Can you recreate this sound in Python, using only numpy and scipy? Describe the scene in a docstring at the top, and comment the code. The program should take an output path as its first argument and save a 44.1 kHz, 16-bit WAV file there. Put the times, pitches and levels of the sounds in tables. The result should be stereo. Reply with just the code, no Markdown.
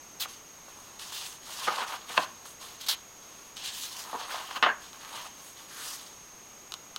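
"""Small quiet room, wooden table: a hand turns two pages of a thin paperback, close to a small camera.
Fingers rub and skid over the paper: shaped noise made of dense random clicks.
Sheets buckle, slap down and crinkle, nails catch page edges: short forces ring modes and disperse.
Under it lie steady shaped room noise and a faint high electronic whine, a swept sine with
an overtone, that warbles about thirty times a second."""
import sys
import numpy as np
from scipy import signal
from scipy.fft import rfft, irfft
from scipy.io import wavfile
from scipy.ndimage import uniform_filter1d, map_coordinates

SR = 44100
rng = np.random.default_rng(int(sys.argv[2]) if len(sys.argv) > 2 else 0)


def dump(signal):
    """Clip the signal to [-1, 1] and save it as 16-bit WAV at the path in sys.argv[1]."""
    limited = np.clip(np.atleast_2d(signal).T, -1, 1)
    pcm = np.round(limited * 32767).astype(np.int16)
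    wavfile.write(sys.argv[1], SR, pcm)


N = 307818
TIME = np.arange(N) / SR


def undb(db):
    """Decibels to gain."""
    return 10 ** (np.asarray(db) / 20)


def unit(x):
    """Scale to rms 1."""
    return x / np.sqrt(np.mean(x ** 2) + 1e-20)


def add(out, start_s, x):
    """Mix a short sound in at its time."""
    i = int(start_s * SR)
    out[i:i + len(x)] += x[:N - i]


def colour(x, points):
    """Shape a sound by a (frequency [Hz], level [dB]) spectrum, linear in log frequency; rms 1."""
    hz, db = np.transpose(points)
    bin_hz = np.maximum(np.arange(N // 2 + 1) * SR / N, 1)
    gain = undb(np.interp(np.log(bin_hz), np.log(hz), db))
    return unit(irfft(rfft(x) * gain, N))


def tilted(x, db_per_octave):
    """Brighten or darken a sound from 1 to 8 kHz; rms 1."""
    return colour(x, [(1000, 0), (8000, 3 * db_per_octave)])


def ring(force, modes):
    """Pass a force through parallel resonances (frequency [Hz], width [Hz], level [dB])."""
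    out = np.zeros(len(force))
    for hz, width_hz, db in modes:
        out += undb(db) * signal.lfilter(*signal.iirpeak(hz, hz / width_hz, fs=SR), force)
    return out


def lowpass(x, hz):
    """Second-order low-pass."""
    return signal.lfilter(*signal.butter(2, hz, fs=SR), x)


def walk(rate_hz):
    """Smooth random wander, rms 1."""
    size = int(SR / rate_hz)
    steps = np.repeat(rng.standard_normal(N // size + 1), size)
    return unit(uniform_filter1d(steps, size)[:N])


def disperse(x, lag_s):
    """Bending waves in paper: the treble runs ahead, 1 kHz arrives lag_s later, the bass later still."""
    khz = np.arange(len(x) // 2 + 1) * SR / len(x) / 1000
    # group delay = lag_s / sqrt(khz)
    return irfft(rfft(x) * np.exp(-4j * np.pi * 1000 * lag_s * np.sqrt(khz)), len(x))


def slips(spread_db, uneven_db):
    """Countless fibres catch and let go: dense clicks of uneven size that come in clusters."""
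    clicks = rng.standard_normal(N) * undb(spread_db * rng.standard_normal(N))
    return clicks * undb(uneven_db * (walk(260) + walk(45)))


def shimmer(x, depth_db):
    """The contact patch keeps changing, so each half-octave of the rub swells and fades on its own."""
    spectrum = rfft(x)
    bin_hz = np.maximum(np.arange(len(spectrum)) * SR / N, 1)
    half_octaves = 2 * np.log2(bin_hz / 1000)
    out = np.zeros(N)
    for k in range(-2, 10):
        band = irfft(spectrum * np.maximum(1 - abs(half_octaves - k), 0), N)
        out += band * undb(depth_db * walk(22))
    return out


def room_noise():
    """Steady noise of the quiet room, shaped by a fixed spectrum."""
    # (frequency [Hz], relative level [dB])
    noise_spectrum = [(20, -6), (40, -5), (100, -3.5), (300, -1.5), (600, -3.5), (1100, -1.5), (1600, -7.5),
                      (2300, -7), (4000, -11), (5000, -11), (6000, -5.5), (7300, -12), (10000, -16.5),
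                      (16000, -23)]
    return undb(-52.5) * colour(rng.standard_normal(N), noise_spectrum)


def whine():
    """The camera's power circuit sings, lower at high effort; a load burst each frame pulls it lower, louder."""
    frame_hz = 29.84
    # effort surges once a second
    surge_first_s, surge_every_s, surge_s, surge_ease_s = .17, 1.0, .22, .04
    surging = 1. * ((TIME - surge_first_s) % surge_every_s < surge_s)
    surge = uniform_filter1d(surging, int(surge_ease_s * SR))
    effort = .27 + .42 * surge + .09 * walk(7)

    cycle = 2 * np.pi * frame_hz * (TIME - .004)
    # higher effort lengthens the burst
    load = (1 + np.tanh(4 * (np.cos(cycle) - 1.1 + 2.0 * effort + .18 * walk(40)))) / 2

    # base pitches, ahead of drift and jitter
    zero_effort_hz, loaded_hz, effort_sag_hz, drift_hz_per_s = 6655, 6395, 135, 5
    idle_hz = zero_effort_hz - effort_sag_hz * effort
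    jitter_hz = 32 * walk(330) * (1 + load)
    hz = idle_hz + (loaded_hz - idle_hz) * load + drift_hz_per_s * TIME + jitter_hz
    phase = 2 * np.pi * np.cumsum(hz) / SR
    tone = undb(-55.5 + 3.6 * load + 0.35 * walk(220)) * np.sin(phase)
    overtone = undb(-66.5 - 4.3 * load) * np.sin(2 * phase)
    return np.sqrt(2) * (tone + overtone)  # levels above are rms


def room_tail(x, t60_s, wet_db, dull_hz):
    """The table and near walls return a short, dull tail: decaying low-passed noise, convolved."""
    t = TIME[:SR // 2]
    decay = np.exp(-np.log(1000) * t / t60_s)
    tail = lowpass(rng.standard_normal(len(t)), dull_hz) * decay * (t > .003)
    return x + undb(wet_db) * signal.fftconvolve(x, tail / np.linalg.norm(tail))[:N]


def ticks():
    """A nail catches page edges: the click's bending wave runs on and rings the edges a moment later."""
    # (time [s], strength [dB])
    catches = [(0.996, -21), (2.177, -10), (3.569, -19), (3.836, -15), (4.6285, -11), (4.9315, -22),
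               (5.0486, -22), (6.7214, -11.5), (6.74, -9.5), (6.9622, -7.5)]
    # stack of page edges: (frequency [Hz], width [Hz], relative level [dB])
    edge_modes = [(1290, 300, 6.5), (3000, 290, 6), (3710, 750, 7.5), (5150, 610, -4), (11700, 5900, -55)]
    out, t = np.zeros(N), TIME[:SR // 20]
    for start_s, db in catches:
        scrape = 0.036 * rng.standard_normal(len(t)) * np.exp(-t / 0.0066)
        force = (t == 0) + scrape
        click = disperse(ring(force, edge_modes), lag_s=0.00122)
        # 0.5 ms early to offset part of the lag
        add(out, start_s - .0005, undb(db) * click / np.linalg.norm(click))
    return out


def swipes():
    """A fingertip skids over the paper's grain: rasp pitch follows finger speed, the fine hiss dies first."""
    # (time [s], length [s], level [dB], rasp centre at start [Hz], at end [Hz],
    #  fine hiss re rasp [dB], share of length spent pressing down)
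    skids = [(0.196, 0.065, -30.5, 4306, 1970, 0.5, 0.19), (2.797, 0.062, -39, 4120, 3800, -12, 0.28),
             (2.86, 0.026, -37.5, 4210, 4000, -10, 0.26), (2.884, 0.068, -27, 4385, 3200, -18, 0.023),
             (3.95, 0.1, -42.5, 5900, 8000, -12, 0.45), (4.541, 0.041, -38, 4400, 5000, -10, 0.67),
             (5.670, 0.33, -47.5, 1640, 1200, -20, 0.2)]
    # (frequency [Hz], relative level [dB]), at playback speed 1
    rasp_spectrum = [(200, -35), (700, -9.5), (1150, -5.5), (2000, -8.5), (2900, 3.5), (3600, 5),
                     (4500, -1.5), (6000, -6), (8000, -8.5), (12000, -10), (15500, -15)]
    rasp_hz = 3600  # rasp centre at playback speed 1
    out = np.zeros(N)
    grain = colour(slips(spread_db=0, uneven_db=1.5), rasp_spectrum)
    fibres = slips(spread_db=4, uneven_db=1.0)
    hiss = colour(fibres, [(4000, -21), (7000, 2), (10000, -9), (13000, 0), (15500, 2)])
    for start_s, length_s, db, first_hz, last_hz, hiss_db, rise in skids:
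        progress = np.arange(int(length_s * SR)) / (length_s * SR)
        speed = (first_hz + (last_hz - first_hz) * progress ** 2) / rasp_hz
        first = int(start_s * SR)
        rasp = map_coordinates(grain[first:first + SR], [np.cumsum(speed)])
        fine = undb(hiss_db) * (1 - progress) * hiss[first:first + len(progress)]
        pressure = np.minimum(progress / rise, 1) * (1 - progress) ** 0.45
        add(out, start_s, undb(db) * pressure * (rasp + fine))
    return out


def strokes(table):
    """Each stroke swells, holds, eases off and settles; returns levels of friction, flexing and fine hiss."""
    settle_db, settle_s = -12, 0.16  # the paper creeps on: level, time to fall by 1 / e
    power = np.zeros((3, N))
    for start_s, attack_s, hold_s, release_s, db, flex_db, hiss_db in table:
        since = TIME - start_s
        easing = np.maximum(since - attack_s - hold_s, 0)
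        creep = undb(settle_db) * np.exp(-easing / settle_s)
        fade = np.maximum(1 - easing / release_s, creep)
        pressure = np.clip(since / attack_s, 0, 1) * fade
        power += np.outer(undb([db, db + flex_db, db + hiss_db]), pressure) ** 2
    return np.sqrt(power)


def flap(swell_s, decay_s, dull_hz, stretch):
    """A snap plus a swelling, dying run of crumples, all ringing the sheet; softer contact is duller."""
    # sheet: (frequency before stretch [Hz], width [Hz], relative level [dB])
    sheet_modes = [(345, 58, -22.5), (763, 86, -0.5), (1052, 210, 7.5), (1150, 250, -7), (1590, 790, -1.5),
                   (2670, 510, 2), (3260, 500, -37)]
    snap_s = 0.0016  # much quicker is all snap, slower is mostly crumple
    t = TIME[:SR // 5]
    chance = rng.standard_normal((2, len(t)))
    envelope = np.exp(-t / decay_s) * (1 - np.exp(-t / swell_s)) ** 2
    crumples = chance[0] * undb(5.7 * chance[1]) * envelope
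    snap_share = 1 / (1 + swell_s * decay_s / snap_s ** 2)
    modes = [(hz * stretch, width_hz, db) for hz, width_hz, db in sheet_modes]
    out = np.zeros(len(t))
    for force, energy in ((1. * (t == 0), snap_share), (crumples, 1 - snap_share)):
        body = ring(force, modes)
        dull = lowpass(lowpass(body, dull_hz), dull_hz)
        sound = disperse(dull + undb(-34) * body, lag_s=0.001292)
        out += np.sqrt(energy) * sound / np.linalg.norm(sound)
    # a thin sheet hardly radiates bass
    return signal.lfilter(*signal.butter(2, 95, "high", fs=SR), out)


def crinkles(flex):
    """Small buckles of a moving sheet come at random, scaled by how much it flexes at that moment."""
    crinkles_per_s = 18
    level_db, spread_db = 23.5, 3.5  # re flexing
    count = int(crinkles_per_s * N / SR)
    out = np.zeros(N)
    places = rng.integers(0, N, count)
    for place, (size, pitch) in zip(places, rng.uniform(-1, 1, (count, 2))):
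        strength = flex[place] * undb(level_db + spread_db * size)
        stretch = 1.08 * np.exp(.3 * pitch)
        buckle = flap(swell_s=0.0011, decay_s=0.0052, dull_hz=3000, stretch=stretch)
        add(out, place / SR, strength * buckle)
    return out


def sliding():
    """Paper drags over paper and skin: the bent sheet radiates lows and crinkles, the contact the highs."""
    # fingers rub the page or feel for its edge: (time [s], attack [s], hold [s], release [s],
    #  friction before trim [dB], flexing re friction [dB], fine hiss re friction [dB])
    finger_strokes = [(0.275, .01, 0.025, 0.11, -51.5, -10, -3.5), (0.67, .02, .27, .04, -61, 2, -2),
                      (0.988, 0.0067, .11, .03, -44.5, -11, -5.5),
                      (1.115, 0.0088, .13, 0.15, -42.5, -10, -2.5),
                      (1.41, .11, 0.13, 0.046, -41.5, -8.5, -5), (2.448, .01, .02, 0.08, -55.5, -5, 7),
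                      (2.595, 0.024, .03, 0.17, -48, -4.5, -4), (3.2, 0.027, 0.27, .05, -60, -3.5, -4),
                      (3.56, 0.0052, 0.053, .03, -44, -12.5, -9), (3.62, 0.027, 0.043, .04, -39, -10, -6),
                      (3.695, .04, .12, 0.087, -41.5, -15, -1.5), (3.9, 0.018, .07, 0.097, -45.3, -7, -1),
                      (4.79, 0.048, .02, .07, -49, -5, -8), (5.34, 0.063, 0.11, .04, -56.5, -6, 4.5),
                      (5.55, 0.038, 0.036, 0.064, -51.5, -5, -4), (5.66, .25, .025, 0.077, -41, -14, 0.5),
                      (5.96, .03, .02, .16, -50.5, -6, -3.5)]
    # a lifted sheet slides over its neighbour or is stroked flat: (time [s], attack [s], hold [s],
    #  release [s], friction before trim [dB], flexing re friction [dB], fine hiss re friction [dB])
    page_strokes = [(1.55, .2, .08, .04, -39.5, 4.3, -9), (1.85, 0.028, .07, 0.034, -43.5, 4.5, -5.5),
                    (2.065, 0.033, 0.14, 0.027, -42, -1.5, -4.5), (3.92, .13, 0.11, .06, -52.5, 5, -0.5),
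                    (4.17, 0.034, 0.027, 0.1, -43.5, 2, -9), (4.25, 0.073, 0.041, 0.079, -40.5, 2, -9),
                    (4.39, .02, 0.12, 0.094, -46.5, 0, -5.5), (4.88, 0.31, 0.079, 0.022, -45.2, -1.3, -4.5)]
    # spectra of sheet, contact, fine hiss: (frequency [Hz], relative level [dB])
    flex_spectrum = [(20, -70), (180, -25), (350, -19.5), (650, -7), (1100, 2), (1500, -6.5), (2100, -14.5),
                     (3000, -13.5), (6000, -36)]
    rub_spectrum = [(900, -28), (1700, -3.5), (2200, -8.5), (3000, 1.5), (4200, 0), (5600, -4), (9000, -17),
                    (13000, -63)]
    hiss_spectrum = [(3000, -77), (6000, 2.5), (9000, 3), (12500, -1), (16000, -4.5)]

    finger, page = strokes(finger_strokes), strokes(page_strokes)
    flex, hiss = np.hypot(finger[1:], page[1:])
    sheet = colour(slips(spread_db=5.5, uneven_db=2.0), flex_spectrum)
    coarse = colour(shimmer(slips(spread_db=4.5, uneven_db=0.67), depth_db=1.85), rub_spectrum)
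    fine = colour(shimmer(slips(spread_db=2.5, uneven_db=.5), depth_db=2.1), hiss_spectrum)
    # skin on paper rubs brighter than paper on paper
    rub = finger[0] * tilted(coarse, db_per_octave=2) + page[0] * tilted(coarse, db_per_octave=-2.5)
    # the finger's grip tightens and eases many times a second
    grip = undb(1.13 * walk(110))
    contact = grip * (undb(-.5) * rub + undb(-1.0) * hiss * fine)
    return undb(-0.3) * flex * sheet + contact + crinkles(flex)


def flaps():
    """Each page is touched, buckles as it is lifted and slaps down on the other side."""
    # (time [s], strength [dB], swell [s], crumple decay [s], dull above [Hz], mode stretch [ratio])
    impacts = [(0.255, -15, .0016, 0.0028, 1400, 1.17), (0.68, -23.5, .002, .005, 1400, 1.2),
               (1.672, 6.2, 0.0042, .013, 1660, 1.19), (1.814, -5.5, 0.0011, 0.01, 3000, 1.2),
               (2.097, -14, .003, 0.0063, 3500, 0.79), (2.167, -3.5, .0046, 0.0055, 5000, 1.6),
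               (2.1766, 8.8, 0.0008, .0028, 4300, 0.97), (2.181, 1.5, .002, 0.0059, 1080, 0.96),
               (2.454, -20.5, 0.0011, 0.0044, 1800, 0.97), (4.129, -8, 0.00088, .004, 1400, 1.03),
               (4.138, -3.5, 0.0037, 0.014, 1350, 1.01), (4.51, -12, .0005, .002, 2800, 1.07),
               (4.555, -3.5, .011, 0.0073, 4400, 1.04), (4.6259, 12, 0.00058, 0.019, 4430, 1.07),
               (4.662, 8.5, 0.00043, 0.013, 2430, 1.03), (4.68, 3.5, .005, 0.015, 2000, 1.56)]
    out = np.zeros(N)
    for start_s, db, swell_s, decay_s, dull_hz, stretch in impacts:
        add(out, start_s, undb(db) * flap(swell_s, decay_s, dull_hz, stretch))
    return out


def scene():
    """Paper sounds with the room's tail, over noise and whine; the same signal in both channels."""
    background = room_noise() + whine()
    paper = ticks() + swipes() + sliding() + flaps()
    paper = room_tail(paper, t60_s=0.3, wet_db=-17.5, dull_hz=2480)
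    return np.tile(background + paper, (2, 1))


def record(dry):
    """The camera cuts the top: steep elliptic low-pass at 15.9 kHz."""
    return signal.sosfilt(signal.ellip(10, .1, 80, 15900, fs=SR, output="sos"), dry)


dry = scene()
out = record(dry)
dump(out)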